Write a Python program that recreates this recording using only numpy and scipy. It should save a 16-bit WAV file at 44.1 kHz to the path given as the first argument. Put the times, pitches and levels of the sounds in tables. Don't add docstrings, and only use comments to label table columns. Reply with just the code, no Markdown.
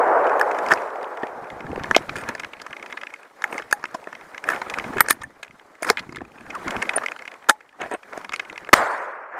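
import sys
import numpy as np
from scipy import signal
from scipy.fft import rfft, irfft
from scipy.io import wavfile
from scipy.ndimage import uniform_filter1d

SR = 44100
rng = np.random.default_rng(int(sys.argv[2]) if len(sys.argv) > 2 else 0)


def wrap_up_sound(samples):
    columns = np.atleast_2d(samples).T
    tamed = np.clip(columns, -1, 1)
    steps = np.round(tamed * 32767).astype(np.int16)
    wavfile.write(sys.argv[1], SR, steps)


N = 414099

# (time [s], ring level [dB], ring centre [Hz], tick level [dB], tick centre [Hz], rattle t60 [s])
BLOWS = [(0.394, -16, 1920, -22, 7360, 0.014), (0.4111, -3, 1460, -18, 7600, 0.011),
         (0.585, -18.5, 1260, -25, 5160, 0.016), (0.685, -18, 1900, -25, 5100, 0.01),
         (0.7132, -2.5, 1470, -20, 5370, 0.022), (.7194, -9.5, 625, -18, 4800, 0.029),
         (0.7364, -5.5, 1280, -12, 5800, 0.0021), (1.0275, -27, 630, -33.5, 3950, 0.012),
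         (1.2302, -11.5, 600, -51, 6700, 0.021), (1.729, -18.5, 407, -47, 5000, .009),
         (1.759, -19, 905, -33, 4500, 0.0054), (1.776, -19.5, 400, -50, 4000, 0.0066),
         (1.7906, -23, 1470, -39, 4600, 0.032), (1.835, -29, 2480, -21.5, 4250, 0.008),
         (1.8403, -17, 1100, -37, 5200, 0.012), (1.9106, -1.5, 1190, -18, 4570, 0.006),
         (1.9457, -5, 2150, -24, 4300, .023), (1.9631, 1.5, 756, 1, 3600, 0.0072),
         (2.0919, -16.5, 2700, -24, 3870, 0.017), (2.1562, -19, 1980, -35, 4300, 0.0026),
         (2.1661, -23, 370, -22.5, 4070, 0.0055), (2.288, -14.5, 1800, -15.5, 4740, 0.0077),
         (2.35, -17.5, 960, -26, 4530, 0.0086), (2.395, -19, 2550, -25.5, 5070, 0.019),
         (2.6151, -25.5, 1000, -26.5, 4600, 0.015), (2.663, -21.5, 1280, -33, 4570, 0.017),
         (2.9698, -19.5, 2120, -32, 4430, 0.025), (3.4207, -19, 1530, -24.5, 5800, 0.0039),
         (3.44, -7, 1440, -22, 8200, 0.0065), (3.5261, -16.5, 960, -37, 5000, 0.0068),
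         (3.5788, -15.5, 2180, -26, 5160, 0.0096), (3.5947, -23.5, 1390, -34, 4500, 0.014),
         (3.7102, -22.5, 1810, -24, 5530, 0.013), (3.7259, -1, 1670, -8.5, 6960, 0.0079),
         (3.84, -12, 1390, -24, 4800, 0.0045), (3.9414, -16.5, 810, -27, 4640, 0.034),
         (4.071, -18, 770, -42, 4300, 0.01), (4.126, -20.5, 1590, -38, 4600, 0.016),
         (4.4873, -4, 1390, -18.5, 6600, 0.01), (4.4993, -15, 1270, -24, 4800, 0.016),
         (4.529, -15.5, 1500, -35, 4500, 0.027), (4.6152, -15, 1060, -23.5, 4000, .015),
         (4.698, -22, 2520, -20, 5560, 0.01), (4.7365, -14, 2180, -24.5, 4640, 0.022),
         (4.785, -10, 1810, -20.5, 4600, 0.0098), (4.968, -16, 1600, -32, 6000, .015),
         (4.981, -13, 1680, -27, 6500, .012), (5.0049, 6.5, 1550, 1, 8800, 0.011),
         (5.058, -21, 1650, -34.5, 5000, .025), (5.0842, -8.5, 1640, -12.5, 6700, 0.01),
         (5.1013, -16.5, 1660, -12, 5500, 0.013), (5.1059, -4, 2000, -1.5, 9150, 0.012),
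         (5.2127, -25.5, 1270, -30, 5800, 0.033), (5.2327, -26, 1680, -31.5, 8000, 0.013),
         (5.428, -22, 2170, -26, 4630, 0.02), (5.8223, -17.5, 612, -25, 6100, 0.012),
         (5.8288, -16, 2130, -18, 7600, 0.011), (5.845, -15.5, 1380, -20.5, 7800, .015),
         (5.8895, -8.5, 2130, -22, 5300, 0.012), (5.8996, 2, 1420, -1, 4770, 0.0071),
         (5.9, -6, 584, -30, 4000, 0.019), (5.971, -13, 2330, -21, 3400, 0.0069),
         (5.99, -28, 2180, -24, 4000, 0.03), (6.122, -28, 890, -36, 4300, 0.019),
         (6.159, -26, 1810, -25, 5450, 0.0068), (6.1664, -22, 1520, -30.5, 3850, 0.017),
         (6.207, -25, 866, -50, 4000, 0.0035), (6.2152, -23, 367, -42, 3800, 0.0089),
         (6.5005, -25.5, 2440, -32.5, 4300, 0.026), (6.5483, -20, 1140, -29.5, 6400, 0.021),
         (6.6773, -15, 1600, -25, 5400, 0.019), (6.7051, -18, 2500, -20, 5960, .016),
         (6.765, -13, 1840, -24, 4500, 0.0049), (6.823, -10, 1850, -17, 4800, 0.015),
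         (6.8914, -8, 2200, -17.5, 4260, 0.012), (6.9589, -16, 770, -30, 9100, 0.02),
         (6.973, -12.5, 615, -29, 6300, 0.013), (6.9813, -9.5, 1670, -32, 3900, 0.0055),
         (7.0325, -17, 1280, -34, 5300, 0.026), (7.06, -10.5, 2240, -19.5, 4850, 0.013),
         (7.084, -17.5, 2700, -23.5, 3700, .005), (7.1174, -16, 1880, -28.5, 4270, 0.0076),
         (7.494, 6.5, 1180, 2.5, 6670, .011), (7.507, -22, 850, -36, 6660, 0.013),
         (7.8098, -22.5, 575, -32, 4800, 0.0092), (7.8166, -12.5, 1690, -25.5, 5360, 0.0047),
         (7.9128, -18, 556, -31, 6900, 0.0068), (7.9373, -17, 438, -27, 5900, .008),
         (8.1749, -18.5, 750, -29, 7700, 0.0086), (8.2925, -19, 1870, -23, 4500, 0.0088),
         (8.333, -13.5, 1980, -21.5, 4900, 0.027), (8.3608, -25, 2440, -19, 4000, 0.0044),
         (8.3941, -13, 2280, -21.5, 4450, 0.017), (8.5263, -27.5, 790, -33, 3670, 0.012),
         (8.689, -17, 870, -31, 5900, 0.0093)]
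# (time [s], ring level [dB])
SWIVEL_TAPS = [(.271, -27), (.294, -22.5), (.5117, -20.5), (.545, -23), (.661, -19.5), (.7717, -24.5),
               (.782, -33), (.872, -38), (.9567, -29), (1.171, -27.5), (1.2221, -34), (1.268, -30),
               (1.5008, -27.5), (1.6037, -23.5), (1.6649, -28.5), (1.715, -30), (1.9762, -19),
               (2.4327, -20.5), (2.445, -18), (2.02, -29), (2.235, -25), (2.378, -32), (2.5976, -31),
               (2.5325, -25.5), (2.7059, -31), (2.728, -22.5), (2.765, -25), (2.795, -31), (2.8244, -23.5),
               (2.8596, -24.5), (2.9052, -32), (2.924, -19), (3.0118, -27), (3.0328, -18.5), (3.068, -22.5),
               (3.1017, -33), (3.1366, -23), (3.2295, -33), (3.62, -25), (3.8536, -20), (4.15, -27.5),
               (4.21, -30), (4.3446, -25.5), (4.378, -21.5), (4.4393, -19), (4.796, -16.5), (4.8402, -27),
               (5.4446, -35), (5.4785, -37), (5.507, -35.5), (5.751, -39), (6.025, -40), (6.045, -45),
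               (6.091, -32), (6.146, -32), (6.1832, -31), (6.249, -36.5), (6.3826, -36), (6.61, -42),
               (6.624, -45), (6.8177, -15.5), (6.8531, -26), (6.933, -22), (7.162, -26), (7.1895, -25.5),
               (7.2197, -27), (7.252, -25), (7.2763, -22), (7.314, -28), (7.338, -30.5), (7.6047, -35),
               (7.69, -42), (7.725, -43), (8.0295, -32), (8.212, -29.5), (8.2446, -21), (8.3202, -21),
               (8.448, -34), (8.497, -25), (8.557, -28.5), (8.5768, -19), (8.6464, -28), (8.6697, -31)]
# (time [s], length [s], ring level [dB], ring centre [Hz], tick level [dB])
SCRAPES = [(0.701, 0.038, -5, 1400, -24), (2.153, 0.077, -20, 1850, -25.5), (2.273, 0.049, -15, 1140, -36),
           (3.502, 0.084, -24.5, 540, -35.5), (4.461, 0.12, -14.5, 1280, -33),
           (4.991, .018, -15.5, 1650, -31), (5.095, 0.038, -15.5, 1700, -13.5),
           (5.865, 0.071, -14, 1240, -23.5), (5.975, 0.029, -20, 2000, -38), (7.486, 0.028, -3, 1092, -10),
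           (7.792, 0.083, -19, 800, -53.5), (7.907, 0.057, -18.5, 770, -39)]
# (time [s], frequency [Hz], level [dB], t60 [s])
HUMS = [(3.445, 844, -26, 0.074), (3.733, 824, -24.5, 0.099), (4.961, 388, -21.5, 0.14),
        (5.006, 1630, -9, .025), (5.116, 1800, -18, 0.041), (5.239, 1770, -19, 0.033),
        (5.905, 840, -26, 0.097), (7.498, 855, -17.5, 0.12)]
# (frequency [Hz], relative level [dB], t60 [s])
GUN_MODES = [(384, -10, 0.014), (462, -3, 0.013), (679, 2.5, 0.0091), (1038, -3.5, 0.011),
             (1313, -3, 0.0094), (1488, 4, 0.0068), (1696, 2.5, 0.011), (2146, 0, 0.012),
             (2443, 2.5, 0.0074), (2883, -3, 0.0053)]
# (frequency [Hz], relative level [dB], t60 [s])
STEEL_MODES = [(3265, 28.5, 0.0011), (4443, -0.5, 0.002), (5000, 15, 0.0013), (6400, 8, 0.0015),
               (8540, -5.5, 0.0072), (9260, -2.5, 0.0043), (12000, -9, 0.0072), (12200, -4, 0.0019)]
# (time [s], length [s], start [Hz], end [Hz], level [dB])
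SQUEAKS = [(6.538, .04, 1510, 930, -28), (6.959, 0.012, 9150, 9500, -16)]
# (time [s], rub level [dB], bump level [dB])
MOVES = [(0, -42, -77), (.6, -36.5, -60), (.7, -30.5, -42), (.92, -44, -83), (1.4, -46.5, -52),
         (1.75, -44, -36), (1.95, -34, -39), (2.05, -39.5, -45), (2.2, -36.5, -38), (2.55, -47, -60.5),
         (2.89, -43, -61), (3.33, -51, -76), (3.57, -34.5, -60), (3.65, -46, -58), (4.43, -44.5, -64),
         (4.51, -28, -50), (4.63, -37.5, -56), (4.88, -33, -35), (5.1, -39.5, -46), (5.23, -52, -53.5),
         (5.8, -52.5, -69), (5.88, -24, -47), (5.94, -44, -57), (6.03, -45.5, -44.5), (6.2, -55, -44),
         (6.4, -47.5, -52), (6.7, -32, -37.5), (6.99, -35, -49.5), (7.2, -44.5, -68.5), (7.45, -50, -66.5),
         (7.73, -58.5, -71), (7.85, -40, -52.5), (8.01, -51.5, -73), (8.18, -37, -51), (8.28, -50, -57),
         (8.37, -42.5, -57.5), (8.74, -48, -57)]
# (time [s], level [dB])
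FAR_ECHO = [(0, -17), (.2, -17), (.8, -28), (1.4, -36), (2, -40.5)]
# (time [s], body level [dB], treble level [dB], bass level [dB])
NEAR_ECHO = [(8.742, -23, -31, -43), (8.8, -19, -39.5, -34), (8.88, -24.5, -47.5, -67),
             (9.15, -36, -68.5, -88.5), (9.3, -41, -81.5, -77), (9.39, -31, -66, -81)]

# (frequency [Hz], relative density [dB])
BLAST_SPECTRUM = [(30, -28), (420, -6), (1360, 0), (2130, -2), (2700, -19), (15500, -32)]
RUB_SPECTRUM = [(130, -54), (250, -8), (520, -1), (900, -1.5), (1800, -5.5), (2400, -13), (3000, -28),
                (4200, -63.5)]
SWISH_SPECTRUM = [(1650, -61), (2800, -3.5), (3100, -3.5), (9390, -11), (15500, -21)]
BUMP_SPECTRUM = [(15, -48), (25, -18.5), (130, -15.5), (300, -9.5), (460, -28), (800, -100)]
FAR_SPECTRUM = [(150, -91.5), (230, -34), (400, 0.5), (780, 4), (1560, -6.5), (2200, -21.5), (3000, -39.5),
                (4200, -70)]
NEAR_BODY_SPECTRUM = [(150, -49), (230, -30), (500, -6), (1070, -3.5), (1700, -7), (2340, -19), (2900, -33),
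                      (4200, -67)]
NEAR_TREBLE_SPECTRUM = [(2000, -24), (3000, 2.5), (9000, -7.5), (15500, -24)]

SWIVEL_RING_HZ, SWIVEL_TICK_HZ, SWIVEL_T60_S = 2200, 4230, 0.013
SWIVEL_TICK_REL_DB = -11
SWIVEL_SPREAD_LOG = 0.087
SHOT_S, SHOT_DB, SHOT_LENGTH_S = 8.729, 4, 0.0115
SWISH_OFFSET_DB, SWISH_DB_PER_RUB_DB = -25.5, 0.8
SIDE_REL_DB = -15.5
EDGE_HZ = 15650


def gain_of(db):
    return 10 ** (np.asarray(db) / 20)


def evened(x):
    return x / np.sqrt(np.mean(x ** 2) + 1e-20)


def peaked(rows):
    return rows / (abs(rows).max(1, keepdims=True) + 1e-20)


def read(points, hz):
    f, value = np.transpose(points)
    return np.interp(np.log(hz + 1), np.log(f + 1), value)


def add(mix, start_s, sound):
    part = mix[round(start_s * SR):][:len(sound)]
    part += sound[:len(part)]


def columns(rows):
    s, *levels = np.transpose(rows)
    t = np.arange(N) / SR
    return [np.interp(t, s, level, left=-200, right=-200) for level in levels]


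def noise(spectrum, patchy_db, flicker_db, count=N):
    frames, hz = count // 256 + 5, np.fft.rfftfreq(512, 1 / SR)
    real, imaginary, patches = rng.standard_normal((frames, 257, 3)).T
    patches = uniform_filter1d(patches, size=5, axis=0)
    patches = evened(uniform_filter1d(patches, size=5, axis=1))
    flicker = evened(uniform_filter1d(rng.standard_normal(frames), size=2))
    level_db = read(spectrum, hz)[:, None] + patchy_db * patches + flicker_db * flicker
    z = (real + 1j * imaginary) * gain_of(level_db)
    window = np.sqrt(np.hanning(513)[:-1])
    return evened(signal.istft(z, window=window, nperseg=512, noverlap=256)[1][:count])


def struck(modes, contacts, centre_hz, db_per_octave, scatter_db):
    hz, db, t60_s = np.transpose(modes)[:, :, None]
    t = np.arange(3000) / SR
    swell = 1 - np.exp(-t * hz / 1.02)
    rings = swell * gain_of(-60 * t / t60_s) * np.sin(2 * np.pi * hz * t)
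    octaves_away = abs(np.log2(hz.T / centre_hz[:, None]))
    scatter = scatter_db * rng.standard_normal(octaves_away.shape)
    share = gain_of(db.T - db_per_octave * octaves_away + scatter)
    return peaked(irfft(rfft(contacts, 8192) * (share @ rfft(rings, 8192))))


def played(s, contacts, ring_db, ring_hz, tick_db, tick_hz):
    rings = struck(GUN_MODES, contacts, ring_hz, db_per_octave=15.0, scatter_db=2.0)
    ticks = struck(STEEL_MODES, contacts, tick_hz, db_per_octave=14.0, scatter_db=4.5)
    sounds = gain_of(ring_db)[:, None] * rings + gain_of(tick_db)[:, None] * ticks
    out = np.zeros(N)
    for start_s, sound in zip(s, sounds):
        add(out, start_s, sound)
    return out


def rattle(t60_s):
    t, t60_s = np.arange(2000) / SR, t60_s[:, None] + 1e-4
    rise_s = 0.19 * t60_s
    fall = gain_of(-60 * np.maximum(t - rise_s, 0) / t60_s)
    force = np.minimum(t / rise_s, 1) * fall
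    return force * rng.standard_normal(force.shape)


def blows():
    s, ring_db, ring_hz, tick_db, tick_hz, t60_s = np.transpose(BLOWS)
    return played(s, rattle(t60_s), ring_db, ring_hz, tick_db, tick_hz)


def swivel():
    s, db = np.transpose(SWIVEL_TAPS)
    ring, tick, length = np.exp(SWIVEL_SPREAD_LOG * rng.standard_normal((len(s), 3))).T
    contacts = rattle(SWIVEL_T60_S * length ** 2)
    return played(s, contacts, db, SWIVEL_RING_HZ * ring, db + SWIVEL_TICK_REL_DB, SWIVEL_TICK_HZ * tick)


def scrapes():
    s, length_s, ring_db, ring_hz, tick_db = np.transpose(SCRAPES)
    u = np.clip(np.arange(5000) / SR / length_s[:, None], 0, 1)
    grit, catch = rng.standard_normal((2, len(s), 5000))
    judder = gain_of(5 * evened(uniform_filter1d(catch, size=150)))
    contacts = grit * judder * np.sin(np.pi * u ** 0.65)
    return played(s, contacts, ring_db, ring_hz, tick_db, np.full(len(s), 7300.0))


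def hum():
    out, t = np.zeros(N), np.arange(SR // 4) / SR
    for s, hz, db, t60_s in HUMS:
        envelope = gain_of(db - 60 * t / t60_s) * np.minimum(t / 0.002, 1)
        add(out, s, envelope * np.sin(2 * np.pi * hz * t))
    return out


def swish_level():
    return SWISH_OFFSET_DB + SWISH_DB_PER_RUB_DB * columns(MOVES)[0]


def crackle():
    s = np.sort(rng.uniform(0, 8.7, 420))
    size, length, ring, tick = rng.random((len(s), 4)).T
    db = swish_level()[(s * SR).astype(int)] - 0.5 - 10.5 * np.log(size + 0.1)
    t60_s = 0.003 + 0.008 * length[:, None]
    force = gain_of(-60 * np.arange(500) / SR / t60_s)
    contacts = force * rng.standard_normal(force.shape)
    return played(s, contacts, db + 8, 1000 * 3 ** ring, db, 3300 * 2 ** tick)


def nearby(x):
    t = np.arange(SR // 8) / SR
    bright = np.diff(rng.standard_normal(len(t) + 1))
    blur = bright * gain_of(-60 * t / 0.057) * (t > 0.002)
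    return x + gain_of(-12.0) * signal.oaconvolve(x, blur / np.linalg.norm(blur))[:N]


def squeaks():
    out = np.zeros(N)
    for s, length_s, start_hz, end_hz, db in SQUEAKS:
        u = np.arange(0, 1, 1 / (length_s * SR))
        hz = start_hz + (end_hz - start_hz) * u
        tone = np.sqrt(2) * np.sin(2 * np.pi * np.cumsum(hz) / SR)
        add(out, s, gain_of(db) * tone * np.sin(np.pi * u ** 0.97))
    return out


def shot():
    out, t = np.zeros(N), np.arange(SR // 4) / SR
    fall = gain_of(-60 * np.maximum(t - SHOT_LENGTH_S, 0) / 0.008)
    envelope = np.clip(t / 0.0027, 0, 1) ** 2 * fall
    burst = noise(BLAST_SPECTRUM, patchy_db=0.3, flicker_db=1.8, count=len(t))
    add(out, SHOT_S, gain_of(SHOT_DB) * envelope * burst)
    return out


def cloth():
    rub_db, bump_db = columns(MOVES)
    rub = gain_of(rub_db) * noise(RUB_SPECTRUM, patchy_db=2.0, flicker_db=3.0)
    swish = gain_of(swish_level()) * noise(SWISH_SPECTRUM, patchy_db=2.0, flicker_db=1.0)
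    bump = gain_of(bump_db) * noise(BUMP_SPECTRUM, patchy_db=4.0, flicker_db=4.5)
    return rub + swish + bump


def forest():
    far = gain_of(columns(FAR_ECHO)[0]) * noise(FAR_SPECTRUM, patchy_db=0.5, flicker_db=1.0)
    body_db, treble_db, bass_db = columns(NEAR_ECHO)
    body = gain_of(body_db) * noise(NEAR_BODY_SPECTRUM, patchy_db=1.0, flicker_db=1.0)
    treble = gain_of(treble_db) * noise(NEAR_TREBLE_SPECTRUM, patchy_db=4.0, flicker_db=1.5)
    bass = gain_of(bass_db) * noise(BUMP_SPECTRUM, patchy_db=3.0, flicker_db=5.0)
    return far + body + treble + bass


def scene():
    gun = blows() + swivel() + scrapes() + hum() + crackle()
    gun = signal.sosfilt(signal.butter(2, 200.0, "high", fs=SR, output="sos"), gun)
    mid = nearby(gun) + squeaks() + shot() + cloth() + forest()
    return np.array([mid, mid])


def record(dry):
    held = np.clip(dry, -0.95, 0.95)
    treble_band = signal.butter(2, [7000.0, 11000.0], "band", fs=SR, output="sos")
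    treble = signal.sosfilt(treble_band, held[0])
    flutter = evened(uniform_filter1d(rng.standard_normal(N), size=100))
    side = gain_of(SIDE_REL_DB) * flutter * treble
    wide = held + np.array([side, -side])
    lowpass = signal.firwin(511, EDGE_HZ, window=("kaiser", 9), fs=SR)
    return signal.oaconvolve(wide, lowpass[None], "same")


dry = scene()
out = record(dry)
wrap_up_sound(out)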